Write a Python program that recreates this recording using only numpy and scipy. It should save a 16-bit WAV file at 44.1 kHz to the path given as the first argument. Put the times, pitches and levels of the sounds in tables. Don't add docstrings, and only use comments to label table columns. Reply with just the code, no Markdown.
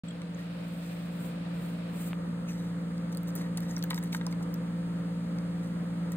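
import sys
import numpy as np
from scipy import signal
from scipy.fft import rfft, irfft
from scipy.io import wavfile
from scipy.ndimage import uniform_filter1d

SR = 44100
rng = np.random.default_rng(int(sys.argv[2]) if len(sys.argv) > 2 else 0)


def wav_record(signal):
    frames = np.transpose(np.atleast_2d(signal))
    bounded = np.clip(frames, -1, 1)
    quanta = np.round(bounded * 32767).astype(np.int16)
    wavfile.write(sys.argv[1], SR, quanta)


N = 271656
TIME = np.arange(N) / SR

# (start [s],
# duration [s], level [dB], box vibration relative to the drag [dB])
STROKES = [(0.364, .11, -61, 4), (0.8, .17, -62.5, -1), (2.477, 0.086, -54.5, -4),
           (2.54, 0.2, -60.5, 2.5), (3.118, 0.023, -53.5, -9), (3.272, 0.038, -52.5, -6),
           (3.35, 0.078, -50.5, -6.5), (3.404, 0.087, -61.5, 8.5), (3.576, 0.011, -46, -1),
           (3.611, 0.073, -57.5, 2), (3.675, 0.1, -53.5, -3), (3.77, 0.041, -60, -11),
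           (3.903, 0.025, -49.5, 4), (3.936, .06, -49.5, -9), (4.019, 0.069, -56.5, 3.5),
           (4.12, 0.068, -46, -7), (4.307, 0.03, -57, -8), (4.422, 0.025, -56, -9),
           (5.62, 0.077, -61, 1), (6.118, 0.025, -55, 0)]
# (frequency [Hz], relative level [dB])
BOX_MODES = [(830, -9), (960, 1.5), (1090, -4.5), (1250, -7), (1450, -8), (1700, 1), (1910, 2),
             (2200, -1.5), (3080, -11), (3400, -11), (3920, -4.5)]


def undb(db):
    return 10 ** (np.asarray(db) / 20)


def unit(x):
    return x / np.sqrt(np.mean(x ** 2))


def over_hz(rows, size):
    hz, value = np.transpose(rows)
    return np.interp(np.log(np.fft.rfftfreq(size, 1 / SR) + 1), np.log(hz), value)


def colour(x, rows):
    return irfft(rfft(x) * undb(over_hz(rows, len(x))), len(x))


def drift(rate_hz):
    hold = int(SR / rate_hz)
    steps = np.repeat(rng.standard_normal(N // hold + 1), hold)
    return unit(uniform_filter1d(uniform_filter1d(steps, hold), hold)[:N])


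def add(track, start_s, x):
    i = max(int(start_s * SR), 0)
    track[i:i + len(x)] += x[:max(N - i, 0)]


def settle(rise_db, time_constant_s=2.04):
    return undb(-rise_db * np.exp(-TIME / time_constant_s))


def ring(modes, tilt_db, t60_s, pitch=1, detune=0.01, scatter_db=2.5, size=4096):
    hz, db = np.transpose(modes)[:, :, None]
    pull, weight = rng.standard_normal((2, len(modes), 1))
    t = np.arange(size) / SR
    mode_t60_s = t60_s * np.sqrt(1000 / hz)
    gain = undb(db + tilt_db * np.log2(hz / 1000) + scatter_db * weight) * rng.choice([-1, 1], hz.shape)
    decay = np.exp(-np.log(1000) * t / mode_t60_s)
    partials = gain * decay * np.sin(2 * np.pi * hz * pitch * (1 + detune * pull) * t)
    return partials.sum(0) / np.sqrt(np.sum(gain ** 2) / 2)


def room_air(flutter_db=1.43, even_above_hz=1500):
    # (frequency [Hz], spectral level [dB])
    spectrum = [(25, -100), (60, -85), (80, -72), (100, -78.5), (130, -68.5), (200, -68), (300, -74),
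                (400, -82), (485, -71.5), (550, -75.5), (700, -83.5), (1000, -82.5), (1850, -86),
                (2600, -93), (4500, -96), (5600, -104), (9000, -102), (15500, -112)]
    # (frequency [Hz], correlation before clipping [ratio])
    likeness = [(60, 0.89), (150, 0.99), (300, 0.8), (500, 0.37), (700, 0.0068), (1800, 0.28),
                (3000, -0.09), (5500, -0.94), (8000, 1), (10000, 0.85), (11000, -1.14), (13000, -0.84),
                (14500, 1)]
    correlation = np.clip(over_hz(likeness, N), -.995, .995)
    mid, side = (rfft(colour(rng.standard_normal(N), spectrum)) for _ in range(2))
    mid = irfft(mid * np.sqrt((1 + correlation) / 2), N)
    side = irfft(side * np.sqrt((1 - correlation) / 2), N)
    air = np.sqrt(SR / 2) * np.array([mid + side, mid - side]) * settle(rise_db=3.5)
    low = signal.sosfiltfilt(signal.butter(2, even_above_hz, fs=SR, output="sos"), air)
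    return air - low + low * undb(flutter_db * drift(12))


def motor(shaft_hz=57.22, wander_hz=.012, waver_db=.1, flutter_db=0.5, diffuse_hz=600, gain_db=-33.5):
    orders = [1, 2, 3, 4, 5, 6, 7, 8, 9, 10, 11, 13, 15, 16, 21, 22, 23, 24]
    levels = [-24.5, -18.5, 0.5, -20, -13.5, -25, -29.5, -26, -23, -28.5, -30, -31, -38, -32, -30.5, -31.5,
              -31, -33]
    # (frequency [Hz], relative level [dB])
    tones = [(190.3, -10), (230.6, -17.5), (520.4, -26)]
    early_offsets = {7: -8, 10: 4}
    move_s = 1.4, 1.6
    turns = np.cumsum(shaft_hz + wander_hz * drift(2.83)) / SR
    hum, sides = np.zeros((2, N)), np.array([[.5], [-.5]])
    for order, db in zip(orders, levels):
        lead_rad = .14 + np.pi / 2 / (1 + (diffuse_hz / (order * shaft_hz)) ** 4)
        early_db = np.interp(TIME, move_s, [early_offsets.get(order, 0), 0])
        amplitude = undb(db + early_db + waver_db * order * drift(12))
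        hum += amplitude * np.sin(2 * np.pi * (order * turns + rng.random()) + sides * lead_rad)
    for hz, db in tones:
        amplitude = undb(db + flutter_db * drift(4.9))
        hum += amplitude * np.sin(2 * np.pi * (hz * TIME + rng.random()) + 0.27 * drift(4.07))
    return np.sqrt(2) * hum * undb(gain_db) * settle(rise_db=6.5)


def hiss(flutter_db=0.86, pop_s=2.1318, pop_db=-30.5):
    # (frequency [Hz], relative level [dB])
    spectrum = [(300, -14.5), (500, 7), (650, 12), (950, -10), (1500, 1.5), (2000, -2), (2450, 4),
                (2900, -1), (4000, -2.5), (5500, -13), (9000, -64)]
    # (time [s], level [dB])
    contour = [(0, -54), (.33, -58), (.45, -52.5), (.7, -53), (.87, -52.5), (1.1, -53.5), (2.12, -53),
               (2.15, -100)]
    noise = np.array([unit(colour(rng.standard_normal(N), spectrum)) for _ in range(2)])
    envelope = undb(np.interp(TIME, *np.transpose(contour)))
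    t = TIME - pop_s
    pulse = lambda hz, width_s: np.sin(2 * np.pi * hz * t) * np.exp(-.5 * (t / width_s) ** 2)
    pop = pulse(hz=2000, width_s=0.00014) + undb(-13) * pulse(hz=800, width_s=.0004)
    return noise * envelope * undb(flutter_db * drift(70)) + 2 * undb(pop_db) * pop


def rustle(rough_db=1.5):
    # (frequency [Hz], relative level [dB])
    spectrum = [(2000, 3.5), (5500, -7.5), (7500, 3), (10000, 3.5), (12000, -9), (13500, 3.5), (15600, 4.5),
                (16500, -12)]
    # (peak time [s], half width [s], level [dB])
    swells = [(.87, 0.29, -60.5), (1.245, .075, -55.5), (1.66, 0.11, -58), (2.021, 0.09, -52),
              (2.078, 0.013, -56.5)]
    envelope = sum(undb(db) * np.exp(-((TIME - s) / width_s) ** 2) for s, width_s, db in swells)
    return unit(colour(rng.standard_normal(N), spectrum)) * envelope * undb(rough_db * drift(90))


def scrapes(slips_per_s=1500, spread_db=2.5, rise_share=0.21, gain_db=2.0):
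    # (frequency [Hz], relative level [dB])
    bark = [(800, 9), (2000, -18), (4000, 3), (5600, 6.5), (7500, 3), (10000, 1.5), (12000, -5), (14500, 1),
            (16500, -39)]
    slips = (rng.random(N) < slips_per_s / SR) * rng.choice([-1, 1], N)
    slips = slips * undb(spread_db * np.minimum(rng.exponential(size=N), 4))
    drag, shake = np.zeros(N), np.zeros(N)
    for s, length_s, db, box_db in STROKES:
        triangle = np.interp(TIME, [s, s + length_s * rise_share, s + length_s], [0, 1, 0])
        stroke = undb(db + gain_db) * triangle ** 0.75
        drag += stroke
        shake += stroke * undb(box_db)
    box = unit(signal.fftconvolve(slips, ring(BOX_MODES, tilt_db=3, t60_s=0.056))[:N])
    return drag * unit(colour(slips, bark)) + shake * box


def squeaks():
    # (time [s], frequency [Hz], width [s], level [dB], frequency spread [ratio])
    slips = [(.087, 7730, 0.0024, -45.5, 0.045), (.087, 3340, 0.0034, -48, 0.027),
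             (.110, 7700, 0.002, -51, .04), (.110, 3290, 0.0034, -46, .03),
             (.348, 6620, 0.0014, -47.5, 0.045), (2.492, 2600, 0.011, -47.5, .13),
             (2.496, 6200, 0.012, -50, 0.07), (3.712, 6800, .002, -42.5, .05),
             (3.766, 5640, 0.0012, -31, 0.047)]
    out = np.zeros(N)
    t = np.arange(-2048, 2048) / SR
    for s, hz, width_s, db, spread in slips:
        waver = unit(uniform_filter1d(rng.standard_normal(len(t)), size=16))
        phase = 2 * np.pi * np.cumsum(hz * (1 + spread * waver)) / SR
        add(out, s + t[0], undb(db) * np.exp(-.5 * (t / width_s) ** 2) * np.sin(phase))
    return out


def knocks(gain_db=-2, radiate_hz=750, crack_db=-7, crack_s=0.00097, crack_hz=3400):
    # (time [s], level [dB], tilt [dB/octave], mode tuning
    # [ratio], T60 at 1 kHz [s])
    impacts = [(0.218, -39.5, 2, 1.2, 0.031), (3.412, -40.5, 1, 1.1, 0.041), (3.5814, -38, -2, 0.97, 0.036),
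               (3.7712, -34.5, 4, 0.96, .025), (3.839, -35.5, 3, .9, 0.051),
               (3.9069, -30.5, 11, 1.02, 0.039), (3.9095, -29, -3.5, 1.08, 0.048),
               (3.9145, -35, 5, 1, 0.045), (3.931, -32, -2, 1, 0.05), (3.946, -41, -1, 1.2, 0.043),
               (3.978, -32.5, 3.5, .98, 0.05), (4.1477, -24.5, 0, 0.96, 0.032),
               (4.2125, -34.5, 2, 0.97, 0.047), (4.268, -33.5, -17, 1.03, 0.045),
               (4.408, -40.5, -15, 0.82, .05)]
    out = np.zeros(N)
    band = signal.butter(2, [crack_hz / 1.4, crack_hz * 1.4], "band", fs=SR, output="sos")
    for s, db, tilt_db, pitch, t60_s in impacts:
        box = ring(BOX_MODES, tilt_db, t60_s, pitch)
        t = np.arange(len(box)) / SR
        crack = unit(signal.sosfilt(band, rng.standard_normal(len(t)))) * np.exp(-t / crack_s)
        add(out, s, undb(db + gain_db) * (box + undb(crack_db + tilt_db) * crack))
    return signal.sosfilt(signal.butter(2, radiate_hz, "high", fs=SR, output="sos"), out)


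def catches(per_s=44, offset_db=-1, slip_s=0.00015, most=8):
    rows = []
    for s, length_s, db, _ in STROKES:
        positions = rng.random((2, most)).mean(0)
        caught = np.arange(most) + rng.random() < per_s * length_s
        rows += [(s + length_s * position, db + offset_db, 0, slip_s) for position in positions[caught]]
    return rows


def tick(db, tilt_db, slip_s, chatter_db=-7, echo_s=0.0019, echo_db=-14, gain_db=3, size=1024):
    # (frequency [Hz], relative level [dB])
    chitin_modes = [(2300, -11), (3800, -14), (4750, 1), (6400, -3), (7200, -1), (8300, -0.5), (9600, -1),
                    (10300, -3), (14000, -2.5), (15200, -5.5)]
    # (frequency [Hz], relative level [dB])
    crack_spectrum = [(1500, -18), (4700, 9.5), (10000, -5.5), (12000, -15), (14500, 0.5)]
    t = np.arange(size) / SR
    chatter = undb(chatter_db) * rng.standard_normal(size) * np.exp(-t / slip_s)
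    force = signal.unit_impulse(size) + chatter
    tilted = [(hz, level + tilt_db * np.log2(hz / 1000)) for hz, level in crack_spectrum]
    crack = irfft(undb(over_hz(tilted, size)))
    chitin = ring(chitin_modes, tilt_db, t60_s=0.009, detune=0.017, scatter_db=3.0, size=size)
    response = unit(chitin) + unit(crack)
    snap = np.roll(irfft(rfft(force) * rfft(response)), size // 2)
    snap = snap + undb(echo_db) * np.roll(snap, int(echo_s * SR))
    rms = np.sqrt(np.sum(snap ** 2) / (SR * 0.0014))
    return snap * undb(db + gain_db) / rms


def ticks():
    # (time [s], level [dB], tilt
    # [dB/octave], chatter decay time [s])
    transients = [(0.218, -51.5, -6, 0.00065), (2.980, -51.5, -6, .0002), (3.149, -44, 3, .0005),
                  (3.1723, -37.5, 5, 0.00017), (3.180, -51, 0, .0003), (3.233, -48, 20, .0004),
                  (3.284, -46, 20, .0008), (3.3534, -37, 18, .0002), (3.356, -40, 14, .00088),
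                  (3.362, -39.5, 16, .0012), (3.5732, -35, 1, 0.00032), (3.576, -39.5, -4, 0.00018),
                  (3.605, -43, 6, .0006), (3.632, -53, -3, .0005), (3.766, -42, -3, .001),
                  (3.7812, -45, 3, .0004), (3.7915, -48, 3, .0004), (3.8264, -35.5, -3.5, .0003),
                  (3.8388, -32, 2, 0.00056), (3.9037, -36, 11, 0.00075), (3.907, -37.5, 2, .00068),
                  (3.945, -37, 4, 0.00034), (3.978, -41.5, -3, .0006), (3.9867, -39.5, 7, .0004),
                  (4.028, -46, 4, .0005), (4.038, -37, 14, .00036), (4.0462, -51, 12, .0004),
                  (4.1288, -35, -5, 0.0025), (4.148, -39.5, 10, 0.00082), (4.2661, -35, -3, 0.00064),
                  (4.326, -42, -6, .0015), (4.5417, -39.5, 5.5, 0.00027), (5.3864, -47, -10, 0.00011),
                  (6.120, -38, 8, .0004)]
    out = np.zeros(N)
    for s, db, tilt_db, slip_s in transients + catches():
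        snap = tick(db, tilt_db, slip_s)
        add(out, s - len(snap) / 2 / SR, snap)
    return out


def at_phone(x, wet_db=-15, t60_s=0.11, size=12000):
    # (frequency [Hz], phase [rad])
    phase_lead = [(100, 1), (700, 0.74), (2400, 1.94), (4100, 2.47), (5400, 3.24), (7500, 5), (9500, 7.44),
                  (11800, 8.76), (16500, 16)]
    lead_rad = over_hz(phase_lead, N)
    direct = np.array([irfft(rfft(x) * np.exp(1j * sign * lead_rad / 2), N) for sign in (1, -1)])
    tail = rng.standard_normal((2, size)) * np.exp(-np.log(1000) * np.arange(size) / SR / t60_s)
    tail /= np.sqrt(np.sum(tail ** 2) / 2)
    return direct + undb(wet_db) * signal.fftconvolve(x[None], tail, axes=1)[:, :N]


def scene():
    room = motor() + room_air() + hiss()
    return room + at_phone(rustle() + scrapes() + squeaks() + knocks() + ticks())


def record(dry):
    open_s, fade_s, cutoff_hz = .035, 0.0022, 16300
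    gate = np.clip((TIME - open_s) / fade_s, 0, 1)
    return signal.sosfilt(signal.ellip(8, .2, 70, cutoff_hz, fs=SR, output="sos"), dry * gate)


dry = scene()
out = record(dry)
wav_record(out)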